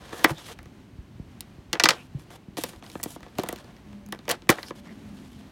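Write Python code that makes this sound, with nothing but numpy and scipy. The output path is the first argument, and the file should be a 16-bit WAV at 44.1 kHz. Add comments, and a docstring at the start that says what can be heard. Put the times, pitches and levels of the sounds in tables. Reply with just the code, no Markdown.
"""Skin rubs on card over a far rumble and a faint hum; then card creases snap and soft bumps follow.
Hands turn a thin cardboard box on a glass table, set it down, pull at its plastic tab and pry the lid.
Rubbing is flickering noise, snaps are short bursts through resonances, bumps are damped swings.
The rumble is filtered noise and the hum two wavering sines."""
import sys
import numpy as np
from scipy import signal
from scipy.fft import rfft, irfft, next_fast_len
from scipy.io import wavfile

SR = 44100
rng = np.random.default_rng(int(sys.argv[2]) if len(sys.argv) > 2 else 0)


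def int16_out(signal):
    """Quantize to a 16-bit WAV file."""
    q = np.round(np.clip(np.atleast_2d(signal).T, -1, 1) * 32767)
    wavfile.write(sys.argv[1], SR, q.astype(np.int16))


N = 242991

# Far rumble spectrum, relative. Each row: frequency in Hz, density in dB per Hz.
RUMBLE_SPECTRUM = [(25, -6.5), (118, 0), (240, -0.5), (316, -4), (440, -17.5), (760, -14.5), (1110, -20.5),
                   (2500, -23), (8000, -36.5), (16000, -45)]
# Swelling and fading of the hum. Each row: time in seconds, low tone in dB, high tone in dB.
HUM_LEVELS = [(0, -66, -76.5), (3.8, -63.5, -71.5), (3.9, -42, -62.5), (4.05, -45.5, -55),
              (4.1, -40.5, -77), (4.171, -46, -77), (4.249, -77, -78), (4.8, -51.5, -60),
              (5.0, -48.5, -65.5), (5.12, -45, -61.5), (5.179, -43.5, -65.5), (5.3, -52, -83)]
# Strokes of sliding skin and card. Each row: start in seconds, end in seconds, level in dB,
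# swell over the stroke in dB, brightness (hiss over rasp) in dB.
STROKES = [(0, 0.132, -56, 3, -7.5), (0.124, 0.239, -48.5, 4.5, -4), (0.271, 0.318, -51, 2, -0.5),
           (0.328, 0.528, -54, 6, -5.5), (1.909, 2.067, -62, -13, -4), (2.186, 2.24, -66.5, -7, -1),
           (2.303, 2.364, -55, -3.5, -6.5), (2.57, 2.701, -55, -19, 6.5), (2.685, 2.795, -62, -9, -4),
           (2.829, 3.015, -64, -1, -0.5), (3.073, 3.155, -59.5, -5.5, 4.5), (3.16, 3.382, -69.5, 8, -6.5),
           (3.373, 3.603, -58.5, -10, -9.5), (3.578, 3.713, -66.5, -4, -11.5), (4.288, 4.311, -37, 6.5, -6),
           (4.338, 4.356, -79, -19.5, -20), (4.487, 4.602, -54, -12, -9.5), (4.567, 4.703, -60, 7, 1),
           (4.75, 4.802, -58.5, -2, -5), (4.831, 4.936, -65.5, -4, -9.5), (4.938, 5.127, -72.5, 0, -2),
           (5.132, 5.283, -64, 6, -3), (5.285, 5.501, -67, -0.5, -5)]
# Snaps and taps of the card. Each row: time in seconds, strength in dB, then the shares of hollow body,
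# panel and crisp edge in dB relative to that strength.
SNAPS = [(0.129, -28.5, 7, 4.5, -22), (0.243, -3, -5.5, -8.5, -1), (0.245, -5.5, -8.5, 7, -29),
         (0.294, -29, 0, 13, -29), (0.305, -24.5, 12, -19, -34), (0.485, -39, 1, 10, -35),
         (0.537, -40, -10, -10, 2), (0.589, -29, -25, -2, -9), (0.63, -39, -8, -15, 3),
         (0.657, -35.5, 0.5, 1, -5), (1.407, -18.5, -42, -19, 1.5), (1.424, -42, -18, 2, -30),
         (1.73, -1, -18.5, -8, -18), (1.753, -21.5, -4, 6.5, -32), (1.798, 2.5, -51, -6.5, -26),
         (1.837, 8, -23, -15, -15), (1.856, 2, -26, -5, -30), (1.888, 7.5, -29, -10, -17),
         (1.906, -1, -20.5, -7, -32), (2.57, -16, -9.5, -16, -16), (2.583, -19, 0, -13, -17),
         (2.637, -7, -12, -11.5, -5.5), (2.733, -36, 3, 2, -28), (2.825, -31.5, -2, 0, -28),
         (2.839, -30, -14, -8, -29), (2.864, -26.5, -29, -9, -29), (2.9, -24, -13, -27, -11),
         (2.917, -28, -17, -22, -15), (2.954, -34, 13, 6.5, -20), (2.999, -34, 6.5, -2.5, -20),
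         (3.031, -19, -34, -9, 7), (3.037, -17, -16, -15, 8.5), (3.058, -27.5, 5.5, -28, -13),
         (3.162, -34.5, 8.5, -23, -36), (3.206, -34.5, 1, -11, -11), (3.23, -28.5, -11, -4, -17),
         (3.264, -40.5, 10, -4, -20), (3.385, -14.5, 5, -22, -5), (3.396, -18, -13.5, -9, -9),
         (3.435, -19, 2.5, -19, 0), (3.462, -30, 5, -7, -8), (3.488, -17.5, -1.5, -5, 5.5),
         (3.527, -26, 6.5, -17, 7), (3.56, -24.5, -12, -13, -6), (3.645, -33, -3, -18, -13),
         (3.766, -37, -15, -4, -14), (3.93, -34.5, -9, -7.5, -27), (4.063, -41.5, 1, -37, 10.5),
         (4.088, -41, 4, -8, 5), (4.124, -16, -3.5, -2.5, -2), (4.19, -26, -14, -14, -27),
         (4.254, -31.5, -12, -5.5, -22), (4.28, -17.5, 2, -0.5, -14), (4.292, -11, -13, -26, -3.5),
         (4.298, -15, -20, 2, 1), (4.308, -9.5, -34, -6, -20), (4.313, -4, -37, -39, -3.5),
         (4.353, -31, -7, -5, -25), (4.421, -32.5, -5, -4, -37), (4.471, -38.5, 1, -2, -20),
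         (4.492, 1.5, -5.5, -4, -10), (4.501, -1, -23, -6.5, -1.5), (4.584, -31.5, 9, 10, -22),
         (4.63, -16, -15, -5.5, -15), (4.707, -28.5, 7.5, 3, -29)]
# Air and walls of the box. Each row: resonance in Hz, width in Hz, relative level in dB.
BODY_MODES = [(150, 60, -20.5), (294, 179, 38), (390, 80, 1), (654, 100, -2.5)]
# Card faces. Each row: resonance in Hz, width in Hz, relative level in dB.
PANEL_MODES = [(831, 190, 0), (1292, 152, 8), (1700, 260, 2), (2017, 140, 13), (2270, 200, -1.5)]
# Folds and flaps. Each row: resonance in Hz, width in Hz, relative level in dB.
CREASE_MODES = [(2850, 120, -2), (3240, 840, 17), (4290, 43, -8), (5070, 330, -13)]
# Strokes with a whistling colour. Each row: start in seconds, end in seconds, centre in Hz,
# width in Hz, level in dB.
SQUEAKS = [(0.143, 0.242, 1700, 205.2, -46.5), (0.346, .41, 3570, 400, -47.5),
           (1.926, 2.059, 2640, 600, -53), (4.645, 4.712, 5130, 1300, -49), (4.84, 4.943, 1920, 444, -54)]
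# Soft bumps of hands and table. Each row: time in seconds, relative strength in dB, pitch in Hz,
# decay time (to -60 dB) in seconds.
BUMPS = [(0.311, -25, 150, 0.075), (0.661, -38, 119, 0.032), (0.987, -29, 69.8, 0.035),
         (1.154, -35.5, 107.6, 0.032), (1.199, -22, 150, 0.015), (1.586, -31, 99, 0.016),
         (1.686, -41, 60, 0.059), (2.149, -26.5, 136, 0.074), (2.483, -32, 190, 0.026),
         (3.06, -29, 294, 0.034), (3.388, -27, 240, 0.037), (3.393, -28.5, 370, 0.079),
         (4.494, -27.5, 110, 0.036)]

RUMBLE_DB = -50
HUM_HZ = 204.3, 580   # low and high tone, unrelated
SCRAPE_DB, SCRAPE_PER_BRIGHT = -3, -1.04   # low-mid scrape: the duller the stroke, the stronger
RATTLE_DB, RATTLE_T60_S = -41.5, 0.12   # torn fibres rattle on after a snap, relative to its strength
RATTLE_SCRAPE_DB, RATTLE_TREBLE_DB = 17.5, -4.5   # over the panel and edge shares of that snap
FAINT_PER_S, FAINT_DB, FAINT_SPREAD_DB = 15, 22, 9   # faint ticks: rate, level over the stroke, spread
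FAINT_SHARES_DB, SHARE_SPREAD_DB = (-9, -8, -16), 4   # their body, panel and edge shares
SNAP_T60_S, T60_DB_PER_DB = .03, 0.2849   # decay of a 0 dB burst; weaker ones die sooner
BENDING_LAG_S = 0.001113   # arrival lag of a 1 kHz bending wave, for one passage
SWELL_S, SWELL_WIDTH_S, SWELL_DB = 5.08, .25, -48   # centre, spread and peak of the rumble's swell
ROOM_T60_S, ROOM_DB = 0.077, -18.5
CUTOFF_HZ = 17400


def from_db(db):
    """Logarithmic level: 20 dB is a factor of ten in amplitude."""
    return 10 ** (np.asarray(db) / 20)


def rms_one(x):
    """Normalization by the root mean square, to rms 1."""
    return x / np.sqrt(np.mean(x ** 2) + 1e-20)


def band(x, low_hz, high_hz):
    """Band limitation by a Butterworth response, flat within the passband."""
    edges_hz = [low_hz, min(high_hz, .45 * SR)]
    return signal.sosfilt(signal.butter(2, edges_hz, "band", fs=SR, output="sos"), x)


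def drift(rate):
    """Slow random fluctuation: noise through two equal low-pass poles at a rate in Hz, rms 1."""
    r = np.exp(-80 * np.pi * rate / SR)   # one value every 40 samples
    noise = rng.standard_normal(N // 40 + 2002)
    slow = signal.lfilter([1], [1, -2 * r, r * r], noise)[2000:]
    return np.interp(np.arange(N) / 40, np.arange(len(slow)), rms_one(slow))


def resonate(x, modes, direct_db):
    """Modal superposition: parallel resonances of alternating sign plus direct sound; white noise keeps its rms."""
    top_db = max(db for hz, width, db in modes)
    click = np.arange(N) == 0   # a unit click gauges the power of the response
    x = np.stack([x + 1e-18, click])
    out = from_db(direct_db) * x
    for k, (hz, width, db) in enumerate(modes):
        r = np.exp(-np.pi * max(width, 10) / SR)
        poles = [1, -2 * r * np.cos(2 * np.pi * hz / SR), r * r]
        zeros = np.array([1, 0, -1]) * (1 - r * r) / 2
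        out = out + (-1) ** k * from_db(db - top_db) * signal.lfilter(zeros, poles, x)
    sound, response = out
    return sound / np.sqrt(np.sum(response ** 2))


def crackle(spread_db):
    """Fracture noise: fibres give way in a dense train of uneven micro-clicks; rms 1."""
    size_db = spread_db * np.minimum(rng.exponential(1, N), 4)
    return rms_one(from_db(size_db) * rng.standard_normal(N))


def bend(x):
    """Dispersion: bending waves in card and glass lag as one over the root of frequency."""
    size = next_fast_len(N + SR // 4)
    hz = np.arange(size // 2 + 1) * SR / size
    phase = -4 * np.pi * BENDING_LAG_S * np.sqrt(1000 * hz)
    return irfft(rfft(x, size) * np.exp(1j * phase), size)[:N]


def coloured(spectrum):
    """Spectral synthesis: half-octave noise bands, each weighted by the spectrum; rms 1."""
    out, edges = 0, 25 * 2 ** np.arange(0, 9.6, .5)
    white = rng.standard_normal((2, N))   # neighbouring bands use different noise
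    hz, db = np.transpose(spectrum)
    for k, (low, high) in enumerate(zip(edges, edges[1:])):
        level_db = np.interp(np.log(low * high) / 2, np.log(hz), db)
        out = out + from_db(level_db) * band(white[k % 2], low, high)
    return rms_one(out)


def rumble():
    """Amplitude modulation of random noise: a wavering far rumble, lumpy in its deepest band."""
    far = from_db(RUMBLE_DB) * coloured(RUMBLE_SPECTRUM) * from_db(1.2 * drift(2.9))
    deep = rms_one(band(rng.standard_normal(N), 40, 130))
    return far + from_db(-58 + 4 * drift(6)) * deep


def hum():
    """Harmonic oscillation with random modulation: two sines that waver in phase and level."""
    t = np.arange(N) / SR
    s, *levels = np.transpose(HUM_LEVELS)
    out = np.zeros(N)
    for hz, level_db in zip(HUM_HZ, levels):
        gain = from_db(np.interp(t, s, level_db) + 2.0 * drift(9.0))
        out += gain * np.sin(2 * np.pi * hz * t + .6 * drift(4.8))
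    return out


def rub():
    """Friction excitation: sliding skin hisses; sliding card drives the box with rough grains and stray ticks."""
    gains = np.zeros((3, N))   # scrape, rasp, hiss
    for start, end, level_db, swell_db, bright_db in STROKES:
        span = slice(round(start * SR), round(end * SR))
        press_db = level_db + swell_db * np.linspace(-.5, .5, span.stop - span.start)
        shares_db = np.c_[[SCRAPE_DB + SCRAPE_PER_BRIGHT * bright_db, 0, bright_db]]
        gains[:, span] += from_db(press_db + shares_db)
    # the rattle after each snap
    fade_db = RATTLE_DB - 60 * np.arange(round(RATTLE_T60_S * SR)) / SR / RATTLE_T60_S
    for s, peak_db, body_db, panel_db, edge_db in SNAPS:
        shares_db = np.c_[[panel_db + RATTLE_SCRAPE_DB, 0, edge_db + RATTLE_TREBLE_DB]]
        start = round(s * SR)
        gains[:, start:start + len(fade_db)] += from_db(peak_db + fade_db + shares_db)
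    ease = np.exp(-1 / (.005 * SR))   # contact makes and breaks within a few ms
    gains = signal.lfilter([1 - ease], [1, -ease], gains)
    strikes = (rng.random(N) < 90 / SR) * rng.exponential(.7, N)   # 90 a second on average
    ticks = signal.lfilter([1], [1, -.985], strikes)
    uneven = from_db(1.5 * drift(40.0)) * (1 + ticks)
    scrape = band(resonate(crackle(spread_db=3.0), PANEL_MODES + BODY_MODES, direct_db=-15.0), 500, 1800)
    rasp = band(resonate(crackle(spread_db=3.5), CREASE_MODES, direct_db=-10), 1300, 6000)
    hiss = band(band(rng.standard_normal(N), 5500, 25000), 2800, 12000)
    layers = [rms_one(layer) * from_db(2.0 * drift(12.0)) for layer in (scrape, rasp, hiss)]
    return uneven * np.sum(gains * layers, axis=0)


def faint_ticks():
    """Random fracture: small creases give way during a stroke, their mean level following its pressure."""
    rows = []
    for start, end, level_db, swell_db, bright_db in STROKES:
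        when, keep, *chance = rng.random((8, 6)).T   # up to eight ticks a stroke
        places = when[keep < FAINT_PER_S * (end - start) / 8]
        for place, (size, *shares) in zip(places, np.transpose(chance)):
            press_db = level_db + swell_db * (place - .5)
            peak_db = press_db + FAINT_DB + FAINT_SPREAD_DB * (2 * size - 1)
            shares_db = np.add(FAINT_SHARES_DB, SHARE_SPREAD_DB * (2 * np.array(shares) - 1))
            s = min(start + place * (end - start), N / SR - .1)
            rows.append((s, peak_db, *shares_db))
    return rows


def snaps():
    """Impulsive excitation of modes: a hard tick and fast-dying crackle drive body, faces, folds and edge."""
    body, panel, crease, edge = np.zeros((4, N))
    grains, fine = crackle(spread_db=1.5), crackle(spread_db=-1.0)
    t = np.arange(round(.08 * SR)) / SR
    for s, peak_db, body_db, panel_db, edge_db in SNAPS + faint_ticks():
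        start = round(s * SR)
        span = slice(start, start + len(t))
        fall_db = -60 * t / (SNAP_T60_S * from_db(T60_DB_PER_DB * peak_db))
        force = from_db(peak_db) * (1 + 0.44 * np.exp(-t / 0.0003))
        burst = force * np.r_[4.0, grains[span][1:]]   # the first break is always hard
        body[span] += from_db(body_db + 0.44 * fall_db) * burst   # the hollow body rings longest
        panel[span] += from_db(panel_db + 1.2 * fall_db) * burst
        crease[span] += from_db(fall_db) * burst
        edge[span] += from_db(edge_db + 1.2 * fall_db) * force * fine[span]
    hollow = band(resonate(body, BODY_MODES, direct_db=-7.5), 150, 800)
    faces = band(band(resonate(panel, PANEL_MODES, direct_db=-13), 550, 2200), 420, 4700)
    folds = band(resonate(crease, CREASE_MODES, direct_db=-5), 2430, 5760)
    crisp = band(edge, 4700, 16500)
    walls = from_db(6.0) * hollow + from_db(-3) * faces
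    return bend(walls) + from_db(-9.5) * folds + from_db(-10) * crisp


def squeaks():
    """Resonant selection: noise passes twice through a narrow band, swelling and fading over the stroke."""
    out = np.zeros(N)
    for start, end, hz, width, db in SQUEAKS:
        span = slice(round(start * SR), round(end * SR))
        narrow = band(crackle(spread_db=-2.0), hz - width / 2, hz + width / 2)
        tone = rms_one(band(narrow, hz - width, hz + width))
        out[span] += from_db(db) * tone[span] * np.hanning(span.stop - span.start)
    return out


def bumps():
    """Damped oscillation: a soft push swings low and spreads by dispersion through the table."""
    out, t = np.zeros(N), np.arange(round(.25 * SR)) / SR
    for s, peak_db, hz, t60 in BUMPS:
        lead_s = 1.5 * BENDING_LAG_S * np.sqrt(1000 / hz)   # offsets most of the travel lag
        start = round((s - lead_s) * SR)
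        swing = np.sin(2 * np.pi * hz * t) * (1 - np.exp(-t / 0.00092))
        out[start:start + len(t)] += from_db(peak_db + 7.0 - 60 * t / t60) * swing
    return bend(bend(out))   # two passages: a long way


def swell():
    """Gaussian amplitude envelope: a band of low rumble rises and fades once."""
    shape = np.exp(-.5 * ((np.arange(N) / SR - SWELL_S) / SWELL_WIDTH_S) ** 2)
    low = band(band(rng.standard_normal(N), 163, 280), 130, 384)
    return from_db(SWELL_DB) * shape * rms_one(low)


def space(x):
    """Reverberation by convolution: a short, diffuse, exponentially decaying tail, dull in the treble."""
    t = np.arange(round(ROOM_T60_S * SR)) / SR
    noise = band(rng.standard_normal(SR), 200, 5000)[:len(t)]
    tail = noise * from_db(-60 * t / ROOM_T60_S) * (t > .004)   # starts after 4 ms
    return signal.fftconvolve(x, tail / np.sqrt(np.sum(tail ** 2)))[:N]


def scene():
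    """Linear superposition: box, hands and surroundings add at one microphone."""
    box = rub() + snaps() + squeaks()
    surroundings = rumble() + hum() + swell()
    return (box + from_db(ROOM_DB) * space(box) + bumps() + surroundings)[None]


def record(dry):
    """Band limitation and clipping: a small microphone drops the deepest bass, clips peaks, cuts the top."""
    thin = signal.sosfilt(signal.butter(3, 42.0, "high", fs=SR, output="sos"), dry)
    clipped = np.clip(thin, -.9, .9)
    return signal.sosfilt(signal.cheby2(12, 70, CUTOFF_HZ, fs=SR, output="sos"), clipped)


dry = scene()
out = record(dry)
int16_out(out)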